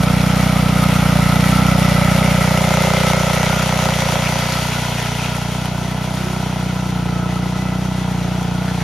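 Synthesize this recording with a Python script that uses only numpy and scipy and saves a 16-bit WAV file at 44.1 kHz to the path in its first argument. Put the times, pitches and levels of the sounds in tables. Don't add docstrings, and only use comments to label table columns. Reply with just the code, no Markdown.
import sys
import numpy as np
from scipy import signal
from scipy.fft import rfft, irfft, next_fast_len
from scipy.io import wavfile

SR = 44100
rng = np.random.default_rng(int(sys.argv[2]) if len(sys.argv) > 2 else 0)


def inscribe(sig):
    pcm = np.round(np.clip(np.atleast_2d(sig).T, -1, 1) * 32767)
    wavfile.write(sys.argv[1], SR, pcm.astype(np.int16))


N = 389403
TIME = np.arange(N) / SR


def from_db(db):
    return np.exp(np.asarray(db) * (np.log(10) / 20))


def rms_one(x):
    return x / np.sqrt(np.mean(x ** 2) + 1e-20)


def in_time(rows):
    seconds, *columns = np.transpose(rows)
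    return [np.interp(TIME, seconds, column) for column in columns]


def at_hz(points, hz):
    f, value = np.transpose(points)
    return np.interp(np.log(hz + 1), np.log(f), value)


def filtered(x, response):
    size = next_fast_len(N + 4096)
    hz = np.arange(size // 2 + 1) * SR / size
    return irfft(rfft(x, size) * response(hz), size)[..., :N]


def highpassed(x, corner_hz, order):
    return filtered(x, lambda hz: hz ** order / (hz ** order + corner_hz ** order))


def colour(x, spectrum):
    return filtered(x, lambda hz: from_db(at_hz(spectrum, hz)))


def drift(rate_hz):
    steps = np.arange(0, N + 100, 100)
    hz = np.arange(len(steps) // 2 + 1) * SR / steps[-1]
    spectrum = rfft(rng.standard_normal(len(steps))) / (1 + (hz / rate_hz) ** 4)
    slow = irfft(spectrum, len(steps))
    return np.interp(np.arange(N), steps, rms_one(slow))


def resonate(x, modes, flip=-1):
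    out = 0
    for k, (hz, width_hz, db) in enumerate(modes):
        r = np.exp(-np.pi * width_hz / SR)
        top = flip ** k * from_db(db) * (1 - r * r) / 2
        poles = [1, -2 * r * np.cos(2 * np.pi * hz / SR), r * r]
        out = out + signal.lfilter([top, 0, -top], poles, x + 1e-18)
    return out


def diffuse(x, decay_ms):
    ms = np.arange(SR // 5) * 1000 / SR
    tail = rng.standard_normal(len(ms)) * np.exp(-ms / decay_ms)
    return signal.fftconvolve(x, tail / np.linalg.norm(tail))[:N]


def once_a_cycle(cycle, at, spread_db, jitter_ms):
    where = np.flatnonzero(np.diff(np.floor(cycle - at)) > 0)
    chance = rng.standard_normal((N // 1000, 2))[:len(where)]
    shift = (chance[:, 0] * jitter_ms * SR / 1000).astype(int)
    clicks = np.zeros(N)
    clicks[np.clip(where + shift, 0, N - 1)] = from_db(spread_db * chance[:, 1])
    return clicks


def grains(per_s, spread_db):
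    sizes = from_db(spread_db * np.minimum(rng.exponential(1, N), 4))
    happens = rng.random(N) < per_s / SR
    return rms_one(happens * sizes * rng.choice([-1, 1], N))


def swell(middle_s, half_s, db):
    near = abs(TIME - middle_s) < 4 * half_s
    gain = np.zeros(N)
    gain[near] = from_db(db) * np.exp(-((TIME[near] - middle_s) / half_s) ** 2)
    return gain


def facing(views, levels_db):
    return from_db(sum(share * db for share, db in zip(views, levels_db)))


# (multiple of the firing rate, level [dB])
FRONT_NOTE = [(2, -5.5), (3, -8), (4, -2), (5, 0.5), (6, 1.5), (7, -5.5), (8, -10.5), (9, -11), (10, -19.5),
              (12, -24.5), (16, -21)]
SIDE_NOTE = [(2, -6), (3, -8), (4, -2.5), (5, 1.5), (6, 1.5), (7, -7), (8, -15), (9, -18.5), (10, -35),
             (11, -33), (12, -17), (13, -13.5)]
TURNING_NOTE = [(1, -40), (2, -3), (3, -8), (4, 3), (5, 2.5), (6, -1), (7, -6.5), (8, -6), (9, -14),
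                (10, -20.5), (11, -22), (12, -27.5), (14, -13)]
BACK_NOTE = [(1, -37), (2, -4.5), (3, -9), (4, -0.5), (5, 0), (6, 3.5), (7, -11.5), (8, -11), (9, -11),
             (10, -19.5), (11, -15), (12, -17.5), (15, -17), (16, -19.5)]
# (frequency [Hz], level per Hz [dB])
GAS_FLOW = [(20, -1), (38, -15), (60, 3.5), (160, 1.5), (240, 3.5), (320, -12), (450, -10.5), (900, -33)]
# (front [dB], side [dB], turning [dB], behind the operator [dB])
EXHAUST_LEVEL = [-6, -11, -14.5, -10.5]
CRANK_LEAD_RAD = .75


def exhaust(cycle, views):
    angle = (2 * np.pi * ((cycle + .002 * drift(8)) % 1)).astype("float32")
    thumps = 0
    for share, note in zip(views, (FRONT_NOTE, SIDE_NOTE, TURNING_NOTE, BACK_NOTE)):
        overtones = 0
        for multiple, db in note:
            k = round(multiple)
            phase = (k == 2) * CRANK_LEAD_RAD
            phase += (multiple > 7.5) * 2 * np.pi / 3
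            overtones = overtones + float(from_db(db)) * np.cos(k * angle + phase)
        thumps = thumps + share * rms_one(overtones)
    flow = rms_one(colour(rng.standard_normal(N), GAS_FLOW))
    return facing(views, EXHAUST_LEVEL) * (from_db(0.25 * drift(6.6)) * thumps + from_db(-20) * flow)


# (delay after the thump [cycles], relative strength, decay [ms])
CYCLE_BLOWS = [(-.43, .35, 2.5), (-.265, 0.62, 2.4), (.0, 0.28, 3.2), (0.249, 0.76, 1.8)]


def shaking(cycle):
    force = 0
    for at, strength, decay_ms in CYCLE_BLOWS:
        clicks = once_a_cycle(cycle, at=at, spread_db=3.5, jitter_ms=0.27)
        decay = np.exp(-1000 / (decay_ms * SR))
        force = force + strength * signal.lfilter([1], [1, -decay], clicks + 1e-18)
    return force


def loose_parts(shake, modes, steady, swell_db):
    out = 0
    force = steady + shake
    for mode in modes:
        noise = rng.standard_normal(N) * force
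        out = out + resonate(noise * from_db(swell_db * drift(14)), [mode])
    return rms_one(out)


def rattle(shake, behind, front_modes, back_modes, steady, swell_db):
    front = loose_parts(shake, front_modes, steady, swell_db)
    back = loose_parts(shake, back_modes, steady, swell_db)
    return np.sqrt(np.clip(1 - behind, 0, 1)) * front + np.sqrt(behind) * back


# (frequency [Hz], width [Hz], relative level [dB])
COVER_FRONT = [(456, 110, -10.5), (570, 84, -7), (765, 204, -7), (939, 68, -13.5), (1256, 64, -3),
               (1318, 44, -0.5), (1424, 79, -6.5)]
COVER_BACK = [(351, 210, -8), (663, 126, -4), (800, 100, -5.5), (971, 74, -2), (1318, 53, 1.5),
              (1435, 67, -1)]
# (front [dB], side [dB], turning [dB], behind the operator [dB])
COVER_LEVEL = [-17, -19.5, -22, -21.5]


def cover_rattle(shake, views):
    behind = views[2] + views[3]
    parts = rattle(shake, behind, COVER_FRONT, COVER_BACK, steady=0.95, swell_db=1.25)
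    return facing(views, COVER_LEVEL) * parts


# (frequency [Hz], width [Hz], relative level [dB])
FINS_FRONT = [(1970, 113, 4), (2123, 63, 4.5), (2280, 67, 3.5), (2600, 260, -4.5), (3180, 470, -7),
              (5380, 480, -11), (6270, 1100, -12.5)]
FINS_BACK = [(1997, 71, 4.5), (2193, 106, 0.5), (2560, 140, -0.5), (3050, 87, -1), (3266, 200, -1.5),
             (6010, 250, -6)]
# (front [dB], side [dB], turning [dB], behind the operator [dB])
FINS_LEVEL = [-21.5, -21.5, -23.5, -27]


def fins_rattle(shake, views):
    behind = views[2] + views[3]
    parts = rattle(shake, behind, FINS_FRONT, FINS_BACK, steady=0.87, swell_db=2.0)
    return facing(views, FINS_LEVEL) * parts


# (frequency [Hz], level per Hz [dB])
HISS_SPECTRUM = [(250, -20), (480, -3), (1000, -3.5), (1700, -2), (2400, -1), (3600, -3.5), (5000, -5.5),
                 (7500, -6), (9500, -7), (12000, -12.5), (14000, -14.5), (16000, -32)]


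def fan(shake, views):
    hiss = rms_one(colour(rng.standard_normal(N) * (0.52 + shake), HISS_SPECTRUM))
    hiss = rms_one(hiss + 0.39 * diffuse(hiss, decay_ms=10.4))
    cowl = .5 * views[0] * resonate(hiss, [(6300, 1900, 0)])
    return from_db(0.87 * drift(15.0)) * (hiss - cowl)


# (frequency [Hz], width [Hz], relative level [dB])
TINE_STEEL = [(3240, 360, 21), (4870, 560, 11), (7140, 700, 9), (10500, 6800, 4), (14500, 2500, -4)]


def crumbling():
    crumbs = grains(per_s=1300 * from_db(3 * drift(6.4)), spread_db=5.0)
    return rms_one(resonate(crumbs, TINE_STEEL))


# (front [dB], side [dB], turning [dB], behind the operator [dB])
HISS_LEVEL = [-19.5, -19.5, -18, -20]
# (front [dB], side [dB], turning [dB], behind the operator [dB])
TREBLE_BEAM = [0, -2.5, -3.5, -5.5]


def bright_air(shake, views):
    bright = facing(views, HISS_LEVEL) * (fan(shake, views) + from_db(-19.0) * crumbling())
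    treble = highpassed(bright, corner_hz=6000, order=4)
    treble_gain = facing(views, TREBLE_BEAM) * from_db(1.0 * drift(23))
    return bright + (treble_gain - 1) * treble


# (frequency [Hz], width [Hz], relative level [dB])
MUFFLER_FRONT = [(415, 60, -7.5), (541, 60, 5.5), (630, 107, 0.5), (780, 240, -9)]
MUFFLER_BACK = [(468, 36, 1), (607, 63, 2.5), (657, 62, -1.5), (979, 44, 4.5)]
# (frequency [Hz], width [Hz], level [dB])
TAILPIPE_MODE = [(726, 640, 0)]
# (front [dB], side [dB], turning [dB], behind the operator [dB])
SHELL_LEVEL = [-27, -17, -26, -36.5]
CRACK_LEVEL = [-23, -32.5, -33, -29.5]


def bark(cycle, views):
    puffs = once_a_cycle(cycle, at=0.0023, spread_db=0.3, jitter_ms=0.062)
    behind = views[2] + views[3]
    front = rms_one(resonate(puffs, MUFFLER_FRONT))
    back = rms_one(resonate(puffs, MUFFLER_BACK))
    shell = (1 - behind) * front + behind * back
    crack = rms_one(resonate(resonate(puffs, TAILPIPE_MODE), TAILPIPE_MODE))
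    return facing(views, SHELL_LEVEL) * shell + facing(views, CRACK_LEVEL) * crack


# (time [s], extra strength [dB])
HARDER_FIRINGS = [(2.705, 3), (2.772, 4), (3.035, 3), (3.133, 3), (3.431, 3.5), (3.789, 3), (3.855, 4),
                  (3.888, 4), (4.021, 3), (4.122, 4), (4.156, 3.5), (4.356, 3.5), (7.358, 4)]
# (low edge [Hz], high edge [Hz])
JOLT_BAND = [585, 1000]
# (frequency [Hz], width [Hz], relative level [dB])
CRANKCASE = [(1480, 390, 1.5), (2400, 1100, -6), (4530, 2700, -15)]
# (front [dB], side [dB], turning [dB], behind the operator [dB])
JOLT_LEVEL = [-25, -20.5, -25, -26.5]
EDGE_LEVEL = [-40, -27.5, -37.5, -39]


def knock(cycle, views):
    extra_db = np.zeros(N)
    for s, db in HARDER_FIRINGS:
        extra_db[int((s - .015) * SR):int((s + .015) * SR)] = db
    clicks = once_a_cycle(cycle, at=-.258, spread_db=0.94, jitter_ms=.055) * from_db(extra_db)
    band = signal.butter(3, JOLT_BAND, "band", fs=SR, output="sos")
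    jolt = -rms_one(signal.sosfilt(band, clicks + 1e-18))
    edge = rms_one(resonate(clicks ** 1.8, CRANKCASE, flip=0.84))
    return facing(views, JOLT_LEVEL) * jolt + facing(views, EDGE_LEVEL) * edge


# (middle time [s], half length [s], frequency [Hz], level before spreading [dB])
BAND_SPELLS = [(2.1, 0.49, 558, -30.5), (1.74, 0.66, 1332, -29.5), (1.8, 0.37, 1983, -34.5),
               (2.923, 0.3, 2093, -31), (3.14, .22, 1318, -32), (3.555, 0.2, 1413, -32),
               (4.1, 0.52, 540, -32), (5.134, 0.3, 1400, -39), (6.25, 0.16, 350, -36),
               (7.345, 0.34, 1297, -36), (7.7, 0.43, 1995, -41.5)]
BAND_WIDTH_HZ = 43


def swelling_bands():
    out = 0
    noise = rng.standard_normal(N)
    for middle_s, half_s, hz, db in BAND_SPELLS:
        mode = [(hz, BAND_WIDTH_HZ, 0)]
        band = rms_one(resonate(resonate(noise, mode), mode))
        out = out + swell(middle_s, half_s, db) * band
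    return out


# (time [s], strength before the steel rings [dB])
STONE_HITS = [(2.9028, -35), (5.026, -27), (5.657, -26)]


def stone_clinks():
    stones = np.zeros(N)
    for s, db in STONE_HITS:
        stones[int(s * SR)] = from_db(db)
    scrape = rng.standard_normal(300) * np.exp(-np.arange(300) / 60)
    return resonate(signal.fftconvolve(stones, scrape)[:N], TINE_STEEL)


# (middle time [s], half length [s], frequency [Hz], level before spreading [dB])
HARD_GROUND = [(4.263, 0.032, 2450, -26.5), (4.498, 0.17, 4700, -37), (4.726, 0.033, 2340, -31),
               (5.033, 0.07, 1940, -32), (5.236, 0.046, 2540, -29.5), (8.686, .03, 1510, -30),
               (8.817, 0.021, 1680, -31)]
SCRAPE_WIDTH_HZ = 430


def scraping():
    out = 0
    grit = grains(per_s=1500, spread_db=5.0)
    for middle_s, half_s, hz, db in HARD_GROUND:
        grind = rms_one(resonate(grit, [(hz, SCRAPE_WIDTH_HZ, 0)]))
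        out = out + swell(middle_s, half_s, db) * grind
    return out


# (time [s], share of the machine covered)
OPERATOR_COVER = [(5.0, 0.076), (5.6, 0.65), (5.9, 0.89), (6.3, 0.54), (7.2, 1), (8, 0.86), (8.83, 0.63)]
SHADOW_DB, SHADOW_HZ = -5, 1130


def shadowed(x):
    covered, = in_time(OPERATOR_COVER)
    short_waves = highpassed(x, SHADOW_HZ, order=6)
    return x + (from_db(SHADOW_DB * covered) - 1) * short_waves


# (frequency [Hz], level [dB])
TAIL_SPECTRUM = [(60, -20), (170, -18.5), (350, -10.5), (1000, -12.5), (2500, -10), (5000, -5.5),
                 (7000, -6), (8500, -40)]


def diffuse_tail(direct):
    return colour(diffuse(direct, decay_ms=35.0), TAIL_SPECTRUM)


# (time [s], firing rate [per s])
ENGINE_SPEED = [(0.0, 30.13), (0.48, 30.84), (0.6, 30.03), (0.69, 30.48), (1.29, 29.53), (1.59, 31.23),
                (2.01, 29.65), (2.21, 30.8), (2.3, 30.21), (3.05, 30.44), (3.2, 30.11), (3.56, 30.75),
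                (3.89, 30.47), (4.1, 29.55), (4.55, 30.57), (5.12, 29.77), (5.27, 30.6), (5.45, 29.59),
                (5.57, 30.66), (5.81, 29.87), (5.9, 30.73), (6.32, 31.25), (6.56, 30.17), (6.88, 30.6),
                (7.06, 29.51), (7.51, 30.25), (7.63, 31.16), (7.72, 30.38), (7.84, 31.06), (8.23, 29.62),
                (8.38, 30.34), (8.47, 29.37), (8.65, 30.74), (8.83, 29.19)]
# (time [s], view: 0 coming near, 1 side on, 2 turning away, 3 hidden behind the operator)
MACHINE_HEADING = [(0, 0), (1.5, 0), (2.3, 0.33), (2.9, 1.05), (3.7, 1.25), (4.3, 1.52), (5, 2), (5.7, 2.5),
                   (6.1, 2.5), (7, 3)]
# (time [s], distance from the microphone [m])
MACHINE_DISTANCE = [(0, 2.74), (1.7, 2.25), (3, 1.87), (4.2, 2.18), (5.6, 2.7), (8.83, 2.78)]
# (frequency [Hz], width [Hz], cancelled part [dB])
CASING_NULLS = [(1135, 97, -15.5), (1680, 91, -11.5)]
FIRST_THUMP_S = .0083


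def scene():
    speed, = in_time(ENGINE_SPEED)
    heading, = in_time(MACHINE_HEADING)
    distance, = in_time(MACHINE_DISTANCE)
    cycle = np.cumsum(speed) / SR - FIRST_THUMP_S * speed[0]
    views = [np.maximum(0, 1 - abs(np.clip(heading, 0, 3) - k)) for k in range(4)]
    front, side_on, turning, hidden = views
    shake = shaking(cycle) * (1 - 0.34 * turning - 0.66 * hidden)
    blows = highpassed(bark(cycle, views) + knock(cycle, views), corner_hz=400, order=12)
    engine = exhaust(cycle, views) + blows
    rattles = cover_rattle(shake, views) + fins_rattle(shake, views)
    machine = engine + rattles + bright_air(shake, views)
    radiated = machine - resonate(machine, CASING_NULLS, flip=0.9)
    direct = shadowed(radiated) / distance
    direct = direct + swelling_bands() + stone_clinks() + scraping()
    tail = diffuse_tail(direct)
    lean = from_db(.15 * (heading - 1.5))
    return np.array([(direct + tail) * lean, (direct - tail) / lean])


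# (frequency [Hz], left lead [rad])
PHASE_BETWEEN_PORTS = [(20, 0), (5800, 0), (6720, -1.0), (8050, -3.14), (11700, -6.28), (14500, -9.2),
                       (16000, -9.6)]
# (frequency [Hz], left minus right [dB])
BALANCE_OF_PORTS = [(60, 1), (200, -2), (1300, -1.1), (2300, 0.5), (3500, 2), (5300, 4), (6800, 1),
                    (8000, 4)]
CEILING, CUTOFF_HZ = .92, 15550


def record(dry):
    sides = np.array([[.5], [-.5]])

    def port_response(hz):
        gain = from_db(sides * at_hz(BALANCE_OF_PORTS, hz))
        phase = sides * np.interp(hz, *np.transpose(PHASE_BETWEEN_PORTS))
        return gain * np.exp(1j * phase)

    ports = filtered(dry, port_response)
    rounded = ports / (1 + (ports / CEILING) ** 10) ** (1 / 10)
    top_cut = signal.ellip(10, .1, 80, CUTOFF_HZ, fs=SR, output="sos")
    return signal.sosfilt(top_cut, rounded)


dry = scene()
out = record(dry)
inscribe(out)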